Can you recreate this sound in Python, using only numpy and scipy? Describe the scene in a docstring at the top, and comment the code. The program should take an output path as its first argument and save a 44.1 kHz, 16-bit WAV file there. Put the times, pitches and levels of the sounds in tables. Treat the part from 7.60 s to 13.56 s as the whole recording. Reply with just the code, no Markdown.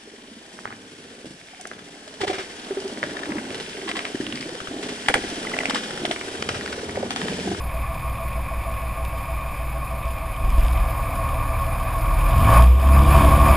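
"""Behind the front wheel of a six-cylinder diesel pickup with an open exhaust, at a camera on its side.
It idles with a lope, shudders as the drive takes up, rolls off and revs hard; the clatter drops away
briefly while the pipe booms on. Exhaust orders (cosines locked to the engine cycle) fill the bass; noise
bursts at each firing, coloured by resonances of the panels and the camera's case, make knock and hiss."""
import sys
import numpy as np
from scipy import signal
from scipy.fft import rfft, irfft, next_fast_len
from scipy.io import wavfile

SR = 44100
rng = np.random.default_rng(int(sys.argv[2]) if len(sys.argv) > 2 else 0)


def master_out(mix):
    """Clip the mix to full scale and print it as 16-bit PCM to the path in sys.argv[1]."""
    frames = np.transpose(np.atleast_2d(mix))
    ceiling = np.clip(frames, -1, 1)
    pcm = np.round(ceiling * 32767).astype(np.int16)
    wavfile.write(sys.argv[1], SR, pcm)


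N = 262836
TIME = np.arange(N) / SR

# Throttle. Each row: time in seconds, state (0 idling, 1 rolling, 2 full throttle, more for a hard stab).
DRIVE = [(0, 0.057), (2.7, 0.15), (3.3, 1.2), (4.68, 1.35), (4.87, 2.54), (5.04, 1.88), (5.14, 0.92),
         (5.28, 1.79), (5.5, 2.1), (5.96, 1.88)]
# Colour of loose metal. Each row: frequency in Hz, relative density in dB per Hz.
RATTLE_COLOUR = [(1800, -0.5), (3100, 12.5), (3700, 4.5), (4300, -6), (5000, 1.5), (6000, -10.5),
                 (7000, -3.5), (9000, -2.5), (10500, -14)]


def from_db(db):
    """Decibels to gain."""
    return 10 ** (np.asarray(db) / 20)


def rms_one(x):
    """Scale to unit power."""
    return x / np.sqrt(np.mean(x ** 2) + 1e-20)


def in_time(rows):
    """Each column of a curve at every sample."""
    s, *columns = np.transpose(rows)
    return [np.interp(TIME, s, c) for c in columns]


def drift(rate_hz):
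    """Slow random wander of spread 1: noise low-passed at rate_hz."""
    size = 2048
    hz = np.arange(size // 2 + 1) * SR / N
    spectrum = rfft(rng.standard_normal(size)) / (1 + (hz / rate_hz) ** 4)
    slow = rms_one(irfft(spectrum, size))
    return np.interp(np.arange(N) * size / N, np.arange(size), slow)


def colour(x, spectrum):
    """Filter by a broad colour and the narrow body resonances; unit power."""
    # Panels and camera case. Each row: frequency in Hz, width in Hz, lift over the broad colour in dB.
    body = [(545, 30, 5), (668, 40, 7), (756, 25, 5), (820, 35, 4), (953, 35, 6), (1028, 20, 5),
            (1092, 30, 16), (1170, 36, 10), (1440, 50, 4), (1720, 50, 4), (2250, 30, 7), (2410, 40, 5),
            (3600, 110, 5), (4950, 40, 7), (7060, 40, 7), (8400, 140, 5), (9570, 260, 11), (9765, 35, 11),
            (10825, 60, 10), (10915, 55, 18), (11040, 70, 5), (11330, 60, 10), (12665, 60, 11),
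            (13090, 55, 18), (13180, 80, 10), (14235, 60, 7), (14410, 240, 11)]
    size = next_fast_len(N, real=True)
    hz = np.maximum(np.arange(size // 2 + 1) * SR / size, 1)
    at_hz, level_db = np.transpose(spectrum)
    db = np.interp(np.log(hz), np.log(at_hz), level_db)
    octaves_above = np.maximum(np.log2(hz / at_hz[-1]), 0)
    octaves_below = np.maximum(np.log2(at_hz[0] / hz), 0)
    db = db - 24 * (octaves_above + octaves_below)
    for centre_hz, width_hz, lift_db in body:
        db = db + lift_db / (1 + (2 * (hz - centre_hz) / width_hz) ** 2)
    return rms_one(irfft(rfft(x, size) * from_db(db), size)[:N])


def ring(events, hz, t60_s):
    """Each event (seconds, dB) excites a two-pole resonator: a dying sine."""
    clicks = np.zeros(N) + 1e-18
    for s, db in events:
        clicks[round(s * SR)] += from_db(db)
    r = from_db(-60 / (t60_s * SR))
    w = 2 * np.pi * hz / SR
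    return signal.lfilter([0, np.sin(w)], [1, -2 * r * np.cos(w), r * r], clicks)


def bursts(cycle, depth, length, lope_db, lope_at, scatter_db):
    """A soft noise puff per firing, over a steady part; one side of the cycle is louder.

    length is in firing intervals, lope_at in cycles.
    """
    firing = 6 * cycle + 6  # kept positive
    strength = from_db(scatter_db * rng.uniform(-1, 1, 1000))[firing.astype(int)]
    age = firing % 1
    burst = rms_one(strength * np.sin(np.pi * age) * np.exp(-age / length))
    share = np.clip(depth, 0, 1)
    lope = from_db(lope_db * np.cos(2 * np.pi * (cycle - lope_at)))
    return rng.standard_normal(N) * (1 - share + share * burst) * lope


def standing_lift_db(hz):
    """Lift by the pipe's standing waves of an order gliding through them."""
    # Each row: frequency in Hz, width in Hz, lift in dB.
    waves = [(59.92, 4.1, 18.5), (74.85, 4.3, 17), (106.6, 14, 7.5)]
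    return sum(lift / (1 + (2 * (hz - centre) / width) ** 2) for centre, width, lift in waves)


def shake():
    """How hard the chassis shakes as the drive takes up, 0-1: a rise and a slightly slower fall."""
    start_s, peak_s, end_s = 2.78, 3.04, 3.38
    return np.interp(TIME, [start_s, peak_s, end_s], [0, 1, 0])


def boom(cycle, waver_db):
    """Firing note (order 6) and strong clean orders; close orders beat once a cycle: the lope."""
    # Firing note. Each row: time in seconds, relative rms level in dB.
    firing_note = [(0, -53), (2.2, -48), (2.75, -27), (4.15, -29), (4.7, -16.5), (4.87, -32), (5.0, -7.5),
                   (5.12, -9), (5.23, -15), (5.35, -11.5), (5.96, -17.5)]
    # Multiples of the two-turn engine cycle.
    boom_orders = (2, 3, 5, 9, 10, 12)
    # One row per order: relative level in dB idling, rolling, at full throttle.
    boom_levels = [(-65, -58, -26), (-34.5, -51, -40), (-60, -50, -35), (-41.5, -48.5, -32),
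                   (-41.5, -39.5, -49), (-55, -55.5, -23)]
    shake_labour_db = 12  # swell of these orders at the height of the shake
    drive, = in_time(DRIVE)
    note_db, = in_time(firing_note)
    cycle_hz = np.gradient(cycle) * SR
    out = from_db(note_db + waver_db * drift(5.3)) * np.cos(2 * np.pi * 6 * cycle)
    for order, levels in zip(boom_orders, boom_levels):
        db = np.interp(drive, np.arange(3), levels) + standing_lift_db(order * cycle_hz)
        db = db + shake_labour_db * shake() + waver_db * drift(16.0)
        out = out + from_db(db) * np.cos(2 * np.pi * order * cycle)
    return np.sqrt(2) * out


def pipe(cycle, waver_db, jitter, lag, smear):
    """Unequal cylinders give weaker orders, set by the throttle; the pipe delays and smears each puff.

    jitter, lag and smear are in cycles.
    """
    # Multiples of the two-turn engine cycle.
    pipe_orders = (4, 7, 8, 11, 15, 16, 17, 18, 21, 24, 27, 30, 33, 36, 39, 42, 45, 48)
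    # One row per order: relative level in dB idling, rolling, at full throttle.
    pipe_levels = [(-47, -39, -28), (-39.5, -48, -35), (-71, -61, -53), (-59, -49, -42), (-48, -43.5, -41),
                   (-51.5, -47, -38), (-73, -59, -40), (-44.5, -44, -28.5), (-43, -39, -40.5),
                   (-50.5, -49, -33), (-58, -62, -37.5), (-57, -58, -35.5), (-54, -50, -57),
                   (-66, -48, -57), (-62, -72, -56), (-82, -54.5, -44), (-55, -71, -61), (-74, -50, -51)]
    drive, = in_time(DRIVE)
    cycle_hz = np.gradient(cycle) * SR
    uneven = cycle - lag + jitter * drift(5.3)
    out = 0
    for order, levels in zip(pipe_orders, pipe_levels):
        db = np.interp(drive, np.arange(3), levels) + standing_lift_db(order * cycle_hz)
        db = db + waver_db * drift(5.3)
        out = out + from_db(db) * np.cos(2 * np.pi * (order * uneven - smear * order ** 2))
    return np.sqrt(2) * out


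def turbulence(cycle, flow_db):
    """Exhaust gas roar: low noise puffed by each firing."""
    # Each row: frequency in Hz, relative density in dB per Hz.
    roar_colour = [(15, -20), (25, -7), (60, 20.5), (115, -1.5), (170, 6.5), (230, -1), (310, 0.5),
                   (420, -10), (700, -22)]
    puffs = bursts(cycle, depth=0.11, length=0.25, lope_db=0.5, lope_at=.1, scatter_db=4)
    return from_db(flow_db + 5.5) * colour(puffs, roar_colour)


def combustion(cycle):
    """Diesel knock: dull thud, panel chuff, ringing knock and the injectors' bright clatter."""
    # Each row of the three colours: frequency in Hz, relative density in dB per Hz.
    thud_colour = [(250, -38), (420, -15.5), (520, -2.5), (620, -2), (800, -2), (900, -48), (1400, -66)]
    knock_colour = [(600, -58), (850, -3), (1000, 1.5), (1220, 2), (1330, -8.5), (1750, -8.5), (2050, -23),
                    (2800, -46), (5000, -53)]
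    clatter_colour = [(1200, -23), (2000, -5), (2230, -1), (2480, 3.5), (2660, -4.5), (2800, -19),
                      (3600, -18), (5000, -35)]
    drive, = in_time(DRIVE)
    thud = bursts(cycle, depth=0.082, length=1.0, lope_db=0.0, lope_at=0.89, scatter_db=9)
    thud = colour(thud, thud_colour)
    chuff = panel(cycle, hz=661.3, t60_s=.19, scatter_db=1.0)
    knock = bursts(cycle, depth=0.11 + 0.03 * drive, length=0.83, lope_db=0.5, lope_at=0.64, scatter_db=1.0)
    knock = colour(knock, knock_colour)
    clatter = bursts(cycle, depth=0.14, length=0.63, lope_db=1.36, lope_at=0.39, scatter_db=9.5)
    clatter = colour(clatter, clatter_colour)
    # chuff and clatter grow less with throttle than the knock
    out = from_db(-7.5) * thud + from_db(-8.0 - 1.25 * drive) * chuff
    return out + from_db(-2.5 + 0.76 * drive) * knock + from_db(-8.5 - 2.2 * drive) * clatter


def panel(cycle, hz, t60_s, scatter_db):
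    """The hardest cylinder sets a panel ringing once a cycle: a soft, regular chuff; unit power."""
    # Point in the cycle, in cycles, where that cylinder fires: idling, rolling, full throttle.
    hard_knock_at = (.62, 1.15, 0.55)
    drive, = in_time(DRIVE)
    turns = np.floor(cycle - np.interp(drive, np.arange(3), hard_knock_at))
    times_s = TIME[1:][np.diff(turns) > 0]
    levels_db = scatter_db * rng.standard_normal(len(times_s))
    rung = ring(zip(times_s, levels_db), hz, t60_s)
    # the ringing takes a moment to spread through the sheet
    spread = signal.butter(1, [hz - 14, hz + 14], "band", fs=SR, output="sos")
    return rms_one(signal.sosfilt(spread, rung))


def air_hiss(cycle, knock_db):
    """Bright air noise puffed by each firing, following most of the knock's swing."""
    # Each row: frequency in Hz, relative density in dB per Hz.
    hiss_colour = [(1500, 5), (3100, 0.5), (3400, -1), (4200, 3), (5050, 5), (6000, -12), (6950, 3.5),
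                   (7900, -6), (8600, 1), (10400, 6.5), (11300, 4.5), (12000, -6), (13200, 6), (15000, 1)]
    level_db = -19 + 0.84 * knock_db
    puffs = bursts(cycle, depth=0.2, length=0.81, lope_db=0.56, lope_at=0.11, scatter_db=9)
    return from_db(level_db) * colour(puffs, hiss_colour)


def shudder():
    """Driveline jolts ring the chassis at 41 Hz; a high-pass clears the lowest bass."""
    # Each row: time in seconds, strength in dB.
    jolts = [(2.835, -8), (2.88, -6.5), (2.929, -7.5), (2.982, -1.5), (3.028, -6), (3.115, -16),
             (3.197, -12)]
    high_pass = signal.butter(2, 17, "high", fs=SR, output="sos")
    return signal.sosfilt(high_pass, ring(jolts, hz=41.3, t60_s=0.13))


def buzz(cycle, flow_db):
    """Loose metal buzzes with each firing as the pipe blows harder."""
    level_db = -9.5 + 1.033 * flow_db
    puffs = bursts(cycle, depth=0.31, length=0.079, lope_db=-1.0, lope_at=0.24, scatter_db=13)
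    return from_db(level_db) * colour(puffs, RATTLE_COLOUR)


def rattle(decay_s):
    """Touches of loose metal are brief bright cracks; light ones fall at random during the shake."""
    # Loudest touches. Each row: time in seconds, relative envelope peak in dB.
    ticks = [(1.4501, -28), (2.9025, -26), (2.984, -30), (3.0076, -26), (3.034, -30), (3.0654, -30),
             (3.0829, -26), (3.1313, -29), (5.023, -25), (5.0404, -25)]
    small_per_s, small_db, small_scatter_db = 40, -36, 2  # rate at the height of the shake
    touches = rng.random(N) < small_per_s * shake() / SR
    envelope = touches * from_db(small_db + small_scatter_db * rng.standard_normal(N))
    for s, db in ticks:
        envelope[round(s * SR)] += from_db(db)
    envelope = signal.lfilter([1], [1, -np.exp(-1 / (decay_s * SR))], envelope + 1e-18)
    return envelope * colour(rng.standard_normal(N), RATTLE_COLOUR)


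def side_noise():
    """Faint steady noise of opposite sign in the two ears."""
    tilt = [(40, 22), (300, 7.0), (3000, -12.5), (8000, -10)]  # Hz, dB per Hz
    return from_db(-79.5) * colour(rng.standard_normal(N), tilt) * np.array([[1], [-1]])


def scene():
    """Engine, exhaust and chassis, nearly the same in both ears."""
    # Engine speed. Each row: time in seconds, firings per second.
    speed = [(0, 38.98), (3.0, 38.7), (3.3, 40.9), (3.55, 37.1), (4.05, 37.2), (4.77, 41.0), (4.86, 52.0),
             (5.0, 60.5), (5.1, 61.5), (5.2, 66.3), (5.6, 71.4), (5.96, 72.6)]
    # Exhaust turbulence. Each row: time in seconds, relative level in dB.
    flow_curve = [(0, -42), (2.7, -42), (3.05, -35), (3.35, -42.5), (3.58, -38.5), (3.8, -42.5), (4.5, -39),
                  (4.8, -31), (4.95, -25), (5.12, -34), (5.3, -34), (5.58, -23.5), (5.78, -29), (5.96, -28)]
    # Engine load. Each row: time in seconds, relative knock level in dB.
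    load = [(0, -33), (2.8, -33), (3.1, -29.5), (4.4, -28.5), (4.8, -24.5), (4.965, -14), (5.1, -32),
            (5.17, -34.5), (5.215, -27), (5.38, -21), (5.45, -25.5), (5.53, -17), (5.82, -21.5),
            (5.88, -16.5), (5.96, -19.5)]
    firing_hz, = in_time(speed)
    cycle = np.cumsum(firing_hz) / SR / 6 - .22
    flow_db, = in_time(flow_curve)
    knock_db, = in_time(load)
    exhaust = from_db(-0.8) * boom(cycle, waver_db=1.84)
    exhaust = exhaust + from_db(-1.33) * pipe(cycle, waver_db=2.96, jitter=0.0014, lag=0.0033, smear=.0105)
    flow = turbulence(cycle, flow_db)
    knock = from_db(knock_db) * combustion(cycle)
    hiss = air_hiss(cycle, knock_db)
    metal = buzz(cycle, flow_db) + from_db(-6.0) * rattle(decay_s=0.0024)
    return exhaust + flow + knock + hiss + shudder() + metal + side_noise()


def record(dry):
    """A faint thin whine, the sound multiplied by a 12 kHz tone; rounded peaks and a steep top cut."""
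    whine_hz, cutoff_hz = 12000, 15100
    whine = from_db(-38) * dry * np.cos(2 * np.pi * whine_hz * TIME)
    rounded = 1.779 * np.tanh((dry + whine) / 1.82)
    top_cut = signal.ellip(10, .1, 90, cutoff_hz, fs=SR, output="sos")
    return signal.sosfilt(top_cut, rounded)


dry = scene()
out = record(dry)
master_out(out)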